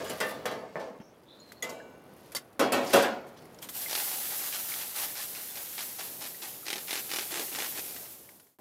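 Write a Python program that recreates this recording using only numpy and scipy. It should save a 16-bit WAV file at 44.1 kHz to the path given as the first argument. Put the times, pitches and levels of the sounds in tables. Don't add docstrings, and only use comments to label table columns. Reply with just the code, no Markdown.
import sys
import numpy as np
from scipy import signal
from scipy.fft import rfft, irfft, next_fast_len
from scipy.io import wavfile
from scipy.ndimage import uniform_filter1d, map_coordinates

SR = 44100
rng = np.random.default_rng(int(sys.argv[2]) if len(sys.argv) > 2 else 0)


def materialize(psi):
    bounded = np.clip(np.atleast_2d(psi).T, -1, 1)
    quanta = np.round(bounded * 32767).astype(np.int16)
    wavfile.write(sys.argv[1], SR, quanta)


def volts(x):
    e = np.asarray(x, float) / 20
    return 10 ** e


N = 379319
T = np.arange(N) / SR
CUT_S = 8.587


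def unit(x):
    return x / np.sqrt(np.mean(x ** 2) + 1e-20)


def curves(rows):
    s, *cols = np.transpose(rows)
    return [np.interp(T, s, c, left=-150, right=-150) for c in cols]


def wobble(rate_hz):
    knots = rng.standard_normal(int(N * rate_hz / SR) + 4)
    return map_coordinates(knots, [T * rate_hz])


def filtered(x, response):
    m = next_fast_len(N + SR // 2)
    return irfft(rfft(x, m) * response(np.fft.rfftfreq(m, 1 / SR)), m)[:N]


def colour(points):
    f, db = np.transpose(points)
    return lambda hz: volts(np.interp(np.log(hz + 1), np.log(f), db, left=-120, right=-120))


def resonances(peaks):
    def response(f):
        total = 0
        for k, (hz, width_hz, db) in enumerate(peaks):
            damping = 1j * f * width_hz
            total = total + (-1) ** k * volts(db) * damping / (hz * hz - f * f + damping)
        return total
    return response


def noise(response, grain_db=0., rate_hz=600):
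    grain = volts(grain_db * wobble(rate_hz))
    return unit(filtered(rng.standard_normal(N) * grain, response))


def streaked(response, streak_db):
    z = signal.stft(rng.standard_normal(N), nperseg=1024)[2]
    field = uniform_filter1d(rng.standard_normal(z.shape), size=14, axis=1)
    patchy = signal.istft(z * volts(streak_db * unit(field)), nperseg=1024)[1][:N]
    return unit(filtered(patchy, response))


def fading(s, db, t60, rise):
    t = np.maximum(T - s, 0)
    return volts(db - 60 * t / t60) * (1 - np.exp(-t / rise))


def ringing(modes, s, db, keep, loose, rise=.001):
    t = T[:SR]
    out = np.zeros(N + SR)
    ring = np.zeros(SR)
    for hz, level_db, t60_s in modes:
        strength, detune, *knots = rng.standard_normal(152)
        waver = 1 + loose * np.interp(t, np.arange(150) / 150, knots)
        decay = volts(db + level_db + 2.4 * strength - 60 * t / (keep * t60_s))
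        ring += decay * waver * np.sin(2 * np.pi * hz * (1 + .002 * detune) * t)
    out[round(s * SR):][:SR] = ring * (1 - np.exp(-t / rise))
    return out[:N]


def garden():
    # start_s, level_db
    bed = [(0, -46.5), (1, -59.5), (1.8, -57.5), (3.4, -55.5), (5.5, -59), (7.9, -57.5), (8.61, -56)]
    # freq_hz, density_db
    air = [(15, -59), (25, -6.5), (130, 0), (330, -0.5), (560, -2), (1600, -16), (8140, -40),
           (16000, -34.5)]
    after_db = -56
    db = np.where(T > CUT_S, after_db, curves(bed)[0])
    gusts_db = 1.4 * wobble(9)
    return volts(db + 3.0 + gusts_db) * noise(colour(air))


def drag():
    # hardest_push_s, swell_s, release_s, rasp_db, rustle_db; swell, release span 20 dB
    slides = [(0.0, .1, 0.53, -46.5, -54), (.3, 0.42, 0.064, -51, -43), (.82, 0.52, 0.31, -61, -72),
              (1.15, .3, .5, -73, -80), (1.47, .4, 0.62, -65, -66), (1.77, .55, .4, -68, -82),
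              (2.26, 0.39, 0.47, -61.5, -57), (2.86, 0.076, 0.2, -43.5, -45), (2.94, 0.11, .04, -35, -35.5),
              (2.99, .1, 0.088, -33.5, -55), (3.37, 0.22, 1, -64.5, -63.5), (3.72, .3, .03, -57, -52)]
    rasp_power = np.full(N, volts(-81.5) ** 2)
    rustle_power = np.full(N, volts(-73.5) ** 2)
    for s, swell_s, release_s, rasp_db, rustle_db in slides:
        push_db = -20 * np.maximum((s - T) / swell_s, (T - s) / release_s)
        rasp_power += volts(rasp_db + push_db) ** 2
        rustle_power += volts(rustle_db + push_db) ** 2
    rasp_shape = colour([(900, -14), (2000, -2.5), (5000, -4.5), (8500, -10.5), (10000, -31.0)])
    rustle_shape = colour([(7000, -36), (9000, -0.5), (12000, 0.5), (15800, -7)])
    rasp = np.sqrt(rasp_power) * volts(-2.0) * noise(rasp_shape, 1.8, 250)
    return rasp + np.sqrt(rustle_power) * volts(-6.0) * noise(rustle_shape, 3.6, 270)


def brushes():
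    # start_s, length_s, level_db, low_hz, high_hz
    strokes = [(.795, .04, -56, 4000, 6500), (0.998, .032, -58.5, 1200, 3350), (1.0, 0.15, -69, 5300, 6600),
               (1.263, .1, -65, 3300, 3900), (1.33, .14, -71, 3500, 4800), (3.4, 0.099, -67, 4300, 5600),
               (0.838, 0.08, -65, 4200, 6900), (1.125, .07, -74, 3100, 3500),
               (1.19, 0.0071, -64, 500, 2000), (1.69, .025, -45, 4300, 7900), (2.865, .06, -45, 4500, 7600),
               (3.265, .045, -60, 3000, 15000), (3.367, .035, -58.5, 3000, 6500),
               (3.617, .035, -47.5, 2500, 15000)]
    out = np.zeros(N)
    for s, length_s, db, low_hz, high_hz in strokes:
        u = np.clip((T - s) / length_s, 0, 1)
        edges = np.clip(np.minimum(8 * u, 4 * (1 - u)), 0, 1)
        band = colour([(0.86 * low_hz, -30), (low_hz, 0), (0.98 * high_hz, 0)])
        out += volts(db - 6.2 * u) * edges * noise(band, 2.2, 300)
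    return out


def smear(pitch_hz, rate_hz):
    strength = (0.95 + wobble(rate_hz)) * volts(2.0 * wobble(30))
    return strength * np.sin(2 * np.pi * np.cumsum(pitch_hz) / SR)


def hinge():
    # start_s, pitch_hz, level_db
    squeak = [(1.255, 3590, -74), (1.278, 3630, -67), (1.288, 4000, -63), (1.36, 3970, -65),
              (1.42, 4200, -61), (1.5, 4130, -65), (1.58, 4290, -63), (1.625, 4200, -74)]
    # start_s, length_s, pitch_hz, level_db, glide_hz_per_s
    chirps = [(1.0, .1, 5500, -69, 0), (1.46, .17, 11800, -71, 0), (.56, .08, 10600, -73, 0),
              (3.125, .04, 14500, -72, 25000), (3.175, .03, 15200, -70, -50000),
              (3.2, .025, 12800, -68, -50000)]
    hz = np.interp(T, *np.transpose(squeak)[:2])
    main = smear(hz * (1 + 0.005 * wobble(35)), 250)
    lower = 0.85 * np.clip((1.45 - T) / 0.12, 0, 1) * smear(0.41 * hz + 1950, 450)
    rough = 0.57 * smear(0.97 * hz, 1500)
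    out = volts(curves(squeak)[1]) * (main + lower + rough)
    for s, length_s, chirp_hz, db, glide in chirps:
        swell = np.sin(np.pi * np.clip((T - s) / length_s, 0, 1))
        pitch_hz = chirp_hz + glide * np.clip(T - s, 0, length_s)
        out += volts(db) * swell * smear(pitch_hz * (1 + .006 * wobble(44)), 400)
    return out


def ticks():
    # start_s, peak_db, pitch_hz, t60_s
    contacts = [(1.2344, -54, 4860, 0.065), (1.4894, -50, 4020, 0.06), (1.5195, -33, 1810, 0.053),
                (2.319, -34.5, 11500, 0.1), (2.529, -46, 1500, 0.031), (3.545, -44, 7000, 0.04),
                (3.3714, -51, 3500, 0.12), (3.4216, -45, 1630, 0.044), (3.454, -39, 2000, 0.02),
                (3.5877, -38, 5400, 0.038), (3.6244, -31.5, 3270, 0.18), (3.6444, -39, 6680, 0.075),
                (3.6874, -27.5, 3358, 0.075), (8.2894, -34, 2080, 0.066), (8.3976, -31, 10900, 0.06),
                (8.4684, -38, 2020, 0.06)]
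    wide = streaked(colour([(900, 3), (2000, 0.5), (8000, -3.0), (15500, -3.5)]), 2.2)
    flutter = 0.99 * wobble(450)
    out = np.zeros(N)
    for s, db, hz, t60 in contacts:
        out += fading(s, db - 11.0, t60, 0.00055) * wide
        out += fading(s, db - 5, 0.35 * t60, .0004) * flutter * np.sin(2 * np.pi * hz * T)
    return out


def notes():
    # start_s, peak_db, pitch_hz, t60_s
    tones = [(1.001, -36, 210, 0.05), (1.625, -28.5, 3390, 0.037), (1.628, -29, 2000, .08),
             (1.8, -37, 1650, 0.056), (1.4, -51, 6800, 0.065), (2.35, -30, 4600, 0.099),
             (2.364, -36, 4000, .05), (2.352, -35, 5260, 0.1), (2.365, -34.5, 2080, 0.07),
             (0.082, -43, 7000, 0.063), (0.094, -41, 11000, .08), (3.861, -31, 2090, 0.046),
             (4.72, -35, 2220, 0.037), (4.91, -37, 1980, 0.02), (5.5, -44, 3470, 0.092),
             (6.346, -41, 1930, 0.039), (6.631, -46, 1300, 0.055)]
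    out = np.zeros(N)
    for s, db, hz, t60 in tones:
        t = T - s
        out += fading(s, db, t60, 0.00032) * np.sin(2 * np.pi * hz * t * (1 + 0.13 * t))
    return (1 + .5 * wobble(350)) * out


def blows():
    # start_s, peak_db, thud_db, brightness_db, t60_s
    sudden = [
        (0.4554, -24, -8, -16, 0.38),
        (0.7567, -31.5, 1, -41, 0.32),
        (2.3491, -25.5, -11.5, -7.5, 0.071),
        (2.3627, -31, -25, -2.5, 0.15),
    ]
    blunt = [(0.0034, -39, 7, -32, 0.32), (0.0972, -30, -4, -9, 0.28), (0.2024, -19.5, -9, -16.5, 0.35),
             (0.5104, -33, -2, -18.5, 0.66), (0.7955, -38, 2.5, -22, 0.68), (1.6924, -44, 7, -4, 0.55),
             (1.0006, -47, -4, -25, 0.097), (2.594, -15, -6, -18, 0.48), (2.7212, -17.5, -4, -14.5, 0.58),
             (2.9334, -12, -7, -13.5, 0.41), (2.9594, -22.5, -10.5, -10.5, 0.78)]
    glancing = [(0.044, -36.5, -13, -10.5, 1.0), (0.2897, -36.5, -3.5, -12, 0.85),
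                (.222, -29, -1, -29, 0.27), (1.624, -29, -4, -9, 0.32), (3.0238, -19, -16.5, -16, 0.37),
                (2.93, -18.5, 2.5, -20, 0.48)]
    # freq_hz, width_hz, level_db
    plank = [(197, 85, -5), (288, 92, -4), (427, 69, 1), (510, 68, 3), (655, 32, 3.5), (743, 26, -1.5),
             (881, 50, -3), (1090, 19, -5), (1280, 35, -23)]
    firebox = [(121, 20, -13), (220.5, 25, -4), (256, 25, -1), (308, 30, -3.5), (375, 18, -1),
               (411, 19, -3), (464, 27, -2), (559.5, 22, 1), (655, 38, -4), (739, 19, 1), (825, 26, -4),
               (962, 36, -8.5), (1073, 25, -8), (1258, 40, -12)]
    shimmer = [(5230, 200, -12), (6500, 350, -2), (7360, 500, 3), (7900, 300, -2)]
    # freq_hz, level_db, t60_s
    tongs = [(1495, -15, 2.7), (2050, 7, 0.22), (2310, -12.5, 0.97), (2920, -20, 1.4), (3940, -20.5, 0.78),
             (4950, -19, 0.4), (5190, -22, 1), (6700, 5, 0.075), (6500, -28, 1.3), (7280, -19, 0.53),
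             (2780, -20.5, 1.4), (7913, -21, .4), (11250, -17, .4), (12250, -18, .35)]
    grate = [(1430, -7.5, 0.29), (1570, -7, 0.11), (2100, -16, 0.22), (2720, -15, 0.22), (3340, -4, 0.55),
             (3840, -2, 0.35), (4500, -15.5, 1.1), (5200, -3.5, 0.18), (6150, -15, 0.28), (7542, -22, 0.38),
             (8300, -31.5, 0.3), (8382, -48, 0.32)]
    loaded = [(514, -5, 0.52), (618, -7, 0.68), (850, -10, 0.64), (1196, -6.5, 1.14), (1785, -6.5, 0.59),
              (2035, -6, 0.4), (2400, -17, 0.33), (2760, -12, 0.48), (3210, -15, 0.52), (3515, -15, 0.37),
              (3830, -17, 0.36), (4540, -25, 1.4), (5070, -11, 0.11), (6330, -16, 0.17)]
    shifted = [(476, -2, 0.58), (570, 1, 0.53), (864, -5, 1), (1035, -9, 0.99), (1774, 3, 0.27),
               (2250, -15, .31), (2760, -17, .4), (3042, -18, .62), (3521, -25, 1.2), (3962, -21, .24),
               (4339, -14, 0.32), (5120, -23, .46), (5297, -22, .31), (5652, -34, 1.2)]
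    box = [(251.4, -8, 0.34), (490, -2.5, 0.3), (557, -1.5, 0.43), (728, -5.5, 0.3), (1351, -15, 0.5),
           (1500, -10.5, 0.26), (1857, -16, 0.34), (1992, -16, 0.33), (2200, -28, 0.91),
           (2277, -21.5, 0.42), (2697, -23, 0.53), (2880, -19, 0.47), (3300, -15.5, 0.46),
           (3680, -25.5, 0.31)]
    # freq_hz, density_db
    crash_shape = [(700, -19), (1100, 1), (1700, -0.5), (2400, -6.5), (3500, -27)]
    clang_shape = [(1800, -37), (2600, 0), (4500, -4.5), (6000, -10), (8000, -17.5)]
    sheen_shape = [(4000, -9.5), (6000, -6), (10000, -5), (15500, -9)]

    thud, crash, clang, sheen, ring, knock = np.zeros((6, N))
    kinds = [(sudden, 0.001), (blunt, 0.0031), (glancing, 0.0086)]
    contacts = [(*row, rise) for rows, rise in kinds for row in rows]
    for s, db, thud_db, bright_db, t60, rise in contacts:
        thud += fading(s, db + thud_db - 1.5, 1.24 * t60, 1.9 * rise) ** 2
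        crash += fading(s, db - 11, 0.93 * t60, rise) ** 2
        clang += fading(s, db + 0.53 * bright_db - 6, 0.71 * t60, rise) ** 2
        clang += fading(s, db + 0.75 * bright_db - 6.5, 0.018, .0004) ** 2
        sheen += fading(s, db + bright_db - 3.5, 0.48 * t60, rise) ** 2
        sheen += fading(s, db + bright_db + 1.5, 0.084, .0003) ** 2
        knock[round(s * SR)] = volts(db + thud_db + 45.5 - 3500 * rise)
        if 1.5 < s < 1.75:
            ring += ringing(tongs, s, db - 10.5, keep=0.97, loose=.45)
        elif not 2 < s < 2.5:
            ring += ringing(grate, s, db + 0.48 * bright_db - 18.0, keep=0.52, loose=.6)
        if s < .9:
            bars = loaded if s < .7 else shifted
            ring += ringing(bars, s, db - 13.5, keep=0.68, loose=0.55, rise=0.004)
        if s > 2.5:
            ring += ringing(box, s, db + thud_db - 3.5, keep=0.96, loose=0.58, rise=.012)

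    lifted = noise(resonances(plank), 1.1, 90)
    dropped = noise(resonances(firebox), 0.87, 90)
    boom = np.sqrt(thud) * np.where(T < 2.2, lifted, dropped)
    wood = filtered(knock, resonances([(538, 140, -0.5), (1950, 330, -10.5)]))
    rattle = np.zeros(N)
    for power, shape in [(crash, crash_shape), (clang, clang_shape), (sheen, sheen_shape)]:
        rattle += np.sqrt(power) * streaked(colour(shape), 4.8)
    tail_gate = np.where(T < 1.62, volts(-2500 * np.clip(T - 1.03, 0, .01)), 1)
    tong_shimmer = fading(1.625, -55, 0.64, .004) * noise(resonances(shimmer), 2.5, 60)
    return tail_gate * (boom + wood + rattle + ring) + tong_shimmer


def bottle(x):
    # freq_hz, width_hz, level_db
    upright = [(386, 210, -3.5), (818, 110, 5)]
    tipped = [(348, 132, 3), (827, 83, 3.5)]
    tipped_s = 6.55
    return np.where(T < tipped_s, filtered(x, resonances(upright)), filtered(x, resonances(tipped)))


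def ramp(x):
    return np.sin(np.pi / 2 * np.clip(x, 0, 1)) ** 2


def squeeze(s, length_s):
    attack_s, release_s, build_db = 0.018, 0.049, 6
    drain_db, drain_t60_s = -9, 0.34
    opening = ramp((T - s) / attack_s) * volts(build_db * np.clip((T - s) / length_s - .7, -1, 0))
    hold = ramp((s + length_s - T) / release_s)
    drain = volts(drain_db - 60 * np.maximum(T - s - length_s, 0) / drain_t60_s)
    return opening ** 2 * (hold ** 2 + drain ** 2)


def spray():
    # start_s, squeeze_s, jet_db, pump_db
    pulls = [(3.74, 0.13, -56, -70), (3.89, 0.16, -40, -46), (4.115, 0.049, -38.5, -45),
             (4.3, 0.061, -40, -45), (4.53, 0.058, -36.5, -49), (4.74, 0.14, -43, -55),
             (4.946, 0.14, -36.5, -48.5), (5.155, 0.089, -39, -69), (5.35, 0.057, -41.5, -60),
             (5.555, 0.054, -41.5, -46), (5.77, 0.088, -41, -57), (5.977, 0.063, -38, -46),
             (6.205, 0.057, -38.5, -50), (6.412, 0.07, -39, -46), (6.655, .17, -45.5, -50),
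             (6.87, 0.17, -40, -51), (7.09, 0.17, -40.5, -48), (7.3, .16, -39, -44.5),
             (7.51, 0.19, -40, -46), (7.745, 0.08, -41, -45.5)]
    # start_s, level_db
    boiling = [(3.71, -53), (3.75, -39.5), (3.82, -37), (3.88, -39), (3.98, -35.5), (4.37, -36.5),
               (4.44, -35), (4.56, -39), (4.69, -36.5), (4.95, -42), (5.67, -42), (5.7, -41), (6.41, -46),
               (6.7, -47), (7.0, -43), (7.9, -41.5), (8.25, -50), (8.61, -52.5)]
    # start_s, level_db
    spits = [(3.62, -41.5), (3.69, -38)]
    # freq_hz, density_db
    steam_shape = [(700, -27), (1500, -23.5), (3000, -11), (8500, -5.5), (12400, 1.5), (15200, -1),
                   (15800, -13), (16000, -40)]
    jet_shape = [(530, -5), (900, -3.5), (1800, 0.5), (2860, -1), (4770, -1), (9000, -5.5), (11700, 1),
                 (19800, -120)]
    after_db, flash_db, soak_s, spit_t60_s = -66, -3, 0.05, 0.12

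    boil_db = np.where(T > CUT_S, after_db, curves(boiling)[0])
    drip = volts(-50 + 1.21 * (boil_db + 41)) ** 2
    jet = drip.copy()
    pump = drip * volts(-11) ** 2
    flash = np.zeros(N)
    for s, length_s, jet_db, pump_db in pulls:
        stroke = squeeze(s, length_s)
        jet += stroke * volts(jet_db) ** 2
        pump += stroke * volts(pump_db) ** 2
        if 4.9 < s < 5.1:
            flash += volts(jet_db) ** 2 * 2 * stroke
        else:
            flash += volts(jet_db) ** 2 * np.roll(stroke, round(soak_s * SR))
    boil = volts(boil_db) ** 2 + volts(flash_db) ** 2 * flash
    for s, db in spits:
        boil += fading(s, db, spit_t60_s, .004) ** 2

    crackle = streaked(colour(steam_shape), 1.8) * volts(0.68 * wobble(2500))
    steam = np.sqrt(boil) * volts(0.47 + 0.79 * wobble(30)) * crackle
    rush = streaked(colour(jet_shape), 2.3) * volts(2.3 * wobble(900))
    hiss = np.sqrt(jet) * volts(0.4 + 1.5 * wobble(45)) * rush
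    gurgle = unit(bottle(rng.standard_normal(N))) * volts(2.4 * wobble(80))
    return steam + hiss + np.sqrt(pump) * volts(-1.5) * gurgle


def slips():
    # start_s, peak_db, bottle_db
    jerks = [(4.1145, -28.5, -12), (4.3067, -34, -25), (4.7392, -26, -27), (4.9454, -32, -26),
             (5.154, -30.5, -26), (5.3496, -30, -26), (5.3608, -38, -17), (5.5562, -30, -22),
             (5.5724, -29.5, -22), (5.9858, -46, -17), (5.9938, -37, -7), (6.2092, -34, -17),
             (6.22, -40, -33), (7.5178, -34.5, -18), (7.5268, -32, -20), (7.549, -25, -25),
             (7.559, -28, -17), (7.964, -32.5, -15)]
    # start_s, peak_db, bottle_db
    trains = [(3.8826, -29, -19), (3.896, -23.5, -22), (3.9104, -23, -15), (3.929, -18.5, -14),
              (3.952, -15.5, -19), (3.976, -21, -15), (3.999, -24, -19), (4.5264, -24, -25),
              (4.5364, -25, -19), (5.7803, -23, -22), (5.7908, -24, -19), (5.806, -25, -23),
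              (6.419, -32, -19), (6.426, -34, -22), (6.6556, -30, -21), (6.6662, -24, -19),
              (6.6818, -19.5, -22), (6.7029, -17, -19), (6.7293, -16, -16.5), (6.757, -23, -15),
              (6.781, -26, -20), (6.8064, -33, -21), (6.8736, -32, -19), (6.8828, -27, -21),
              (6.8942, -26, -22), (6.908, -18, -20), (6.9295, -17.5, -16), (6.9551, -20, -19),
              (6.9764, -23.5, -19), (6.993, -27, -19), (7.093, -29, -23), (7.1032, -26, -21),
              (7.1149, -19.5, -19), (7.136, -18, -17), (7.1607, -16, -22), (7.186, -17, -18),
              (7.209, -24, -26), (7.2274, -26.5, -17), (7.3086, -32, -17), (7.3178, -30, -19),
              (7.328, -28, -14), (7.3419, -22, -16), (7.357, -21, -21), (7.3734, -21.5, -21),
              (7.396, -22, -23), (7.418, -26.5, -19), (7.576, -38, -19), (7.5873, -21.5, -12.5),
              (7.6023, -20, -16), (7.6226, -21, -16), (7.6443, -27, -19), (7.7483, -31.5, -21),
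              (7.7568, -33, -20), (7.7757, -24.5, -19), (7.7933, -28, -17)]
    emptying_s = 7.3
    snap, knock, puff = np.zeros((3, N))
    for s, db, bottle_db in list(jerks) + [(s, db - 2.5, b) for s, db, b in trains]:
        snap[round(s * SR)] = volts(db + 14.5)
        snap[round((s + .0085) * SR)] = volts(db + 10.5)
        knock[round(s * SR)] = volts(db + bottle_db + 37.0)
        puff += fading(s, db - 6.5, 0.028, .0004) ** 2
        puff += fading(s + 0.0071, db - 12, 0.037, 0.0013) ** 2
    full = resonances([(1370, 1540, -6.5), (2380, 1230, 2.0), (4200, 1500, 0),
                       (5570, 1100, 0.0), (9370, 3300, -9.0)])
    empty = resonances([(900, 440, -7), (1880, 780, 3), (3600, 1700, -0.5),
                        (5700, 1500, -2.5), (8300, 1500, -4)])
    wet = filtered(snap, full) + np.sqrt(puff) * streaked(full, 3.4)
    airy = filtered(snap, empty) + np.sqrt(puff) * streaked(empty, 3.4)
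    return np.where(T < emptying_s, wet, airy) + bottle(knock)


def scene():
    handling = drag() + brushes() + hinge() + ticks() + notes() + blows()
    return np.tile(garden() + handling + spray() + slips(), (2, 1))


def low_pass(x):
    return signal.sosfilt(signal.butter(12, 16500, fs=SR, output="sos"), x)


def record(dry):
    fade_s, fade_power, bass_hz, top_hz = 0.53, 1.07, 50, 16450
    fade = np.where(T > CUT_S, 1, np.clip((CUT_S - T) / fade_s, 0, 1) ** fade_power)
    soft = dry[0] / (1 + np.abs(dry[0] / .55) ** 4) ** .25
    heard = filtered(soft * fade, lambda hz: (1j * hz / (bass_hz + 1j * hz)) ** 4 * (hz < top_hz))
    return low_pass(np.array([heard, heard]))


dry = scene()
out = record(dry)
materialize(out)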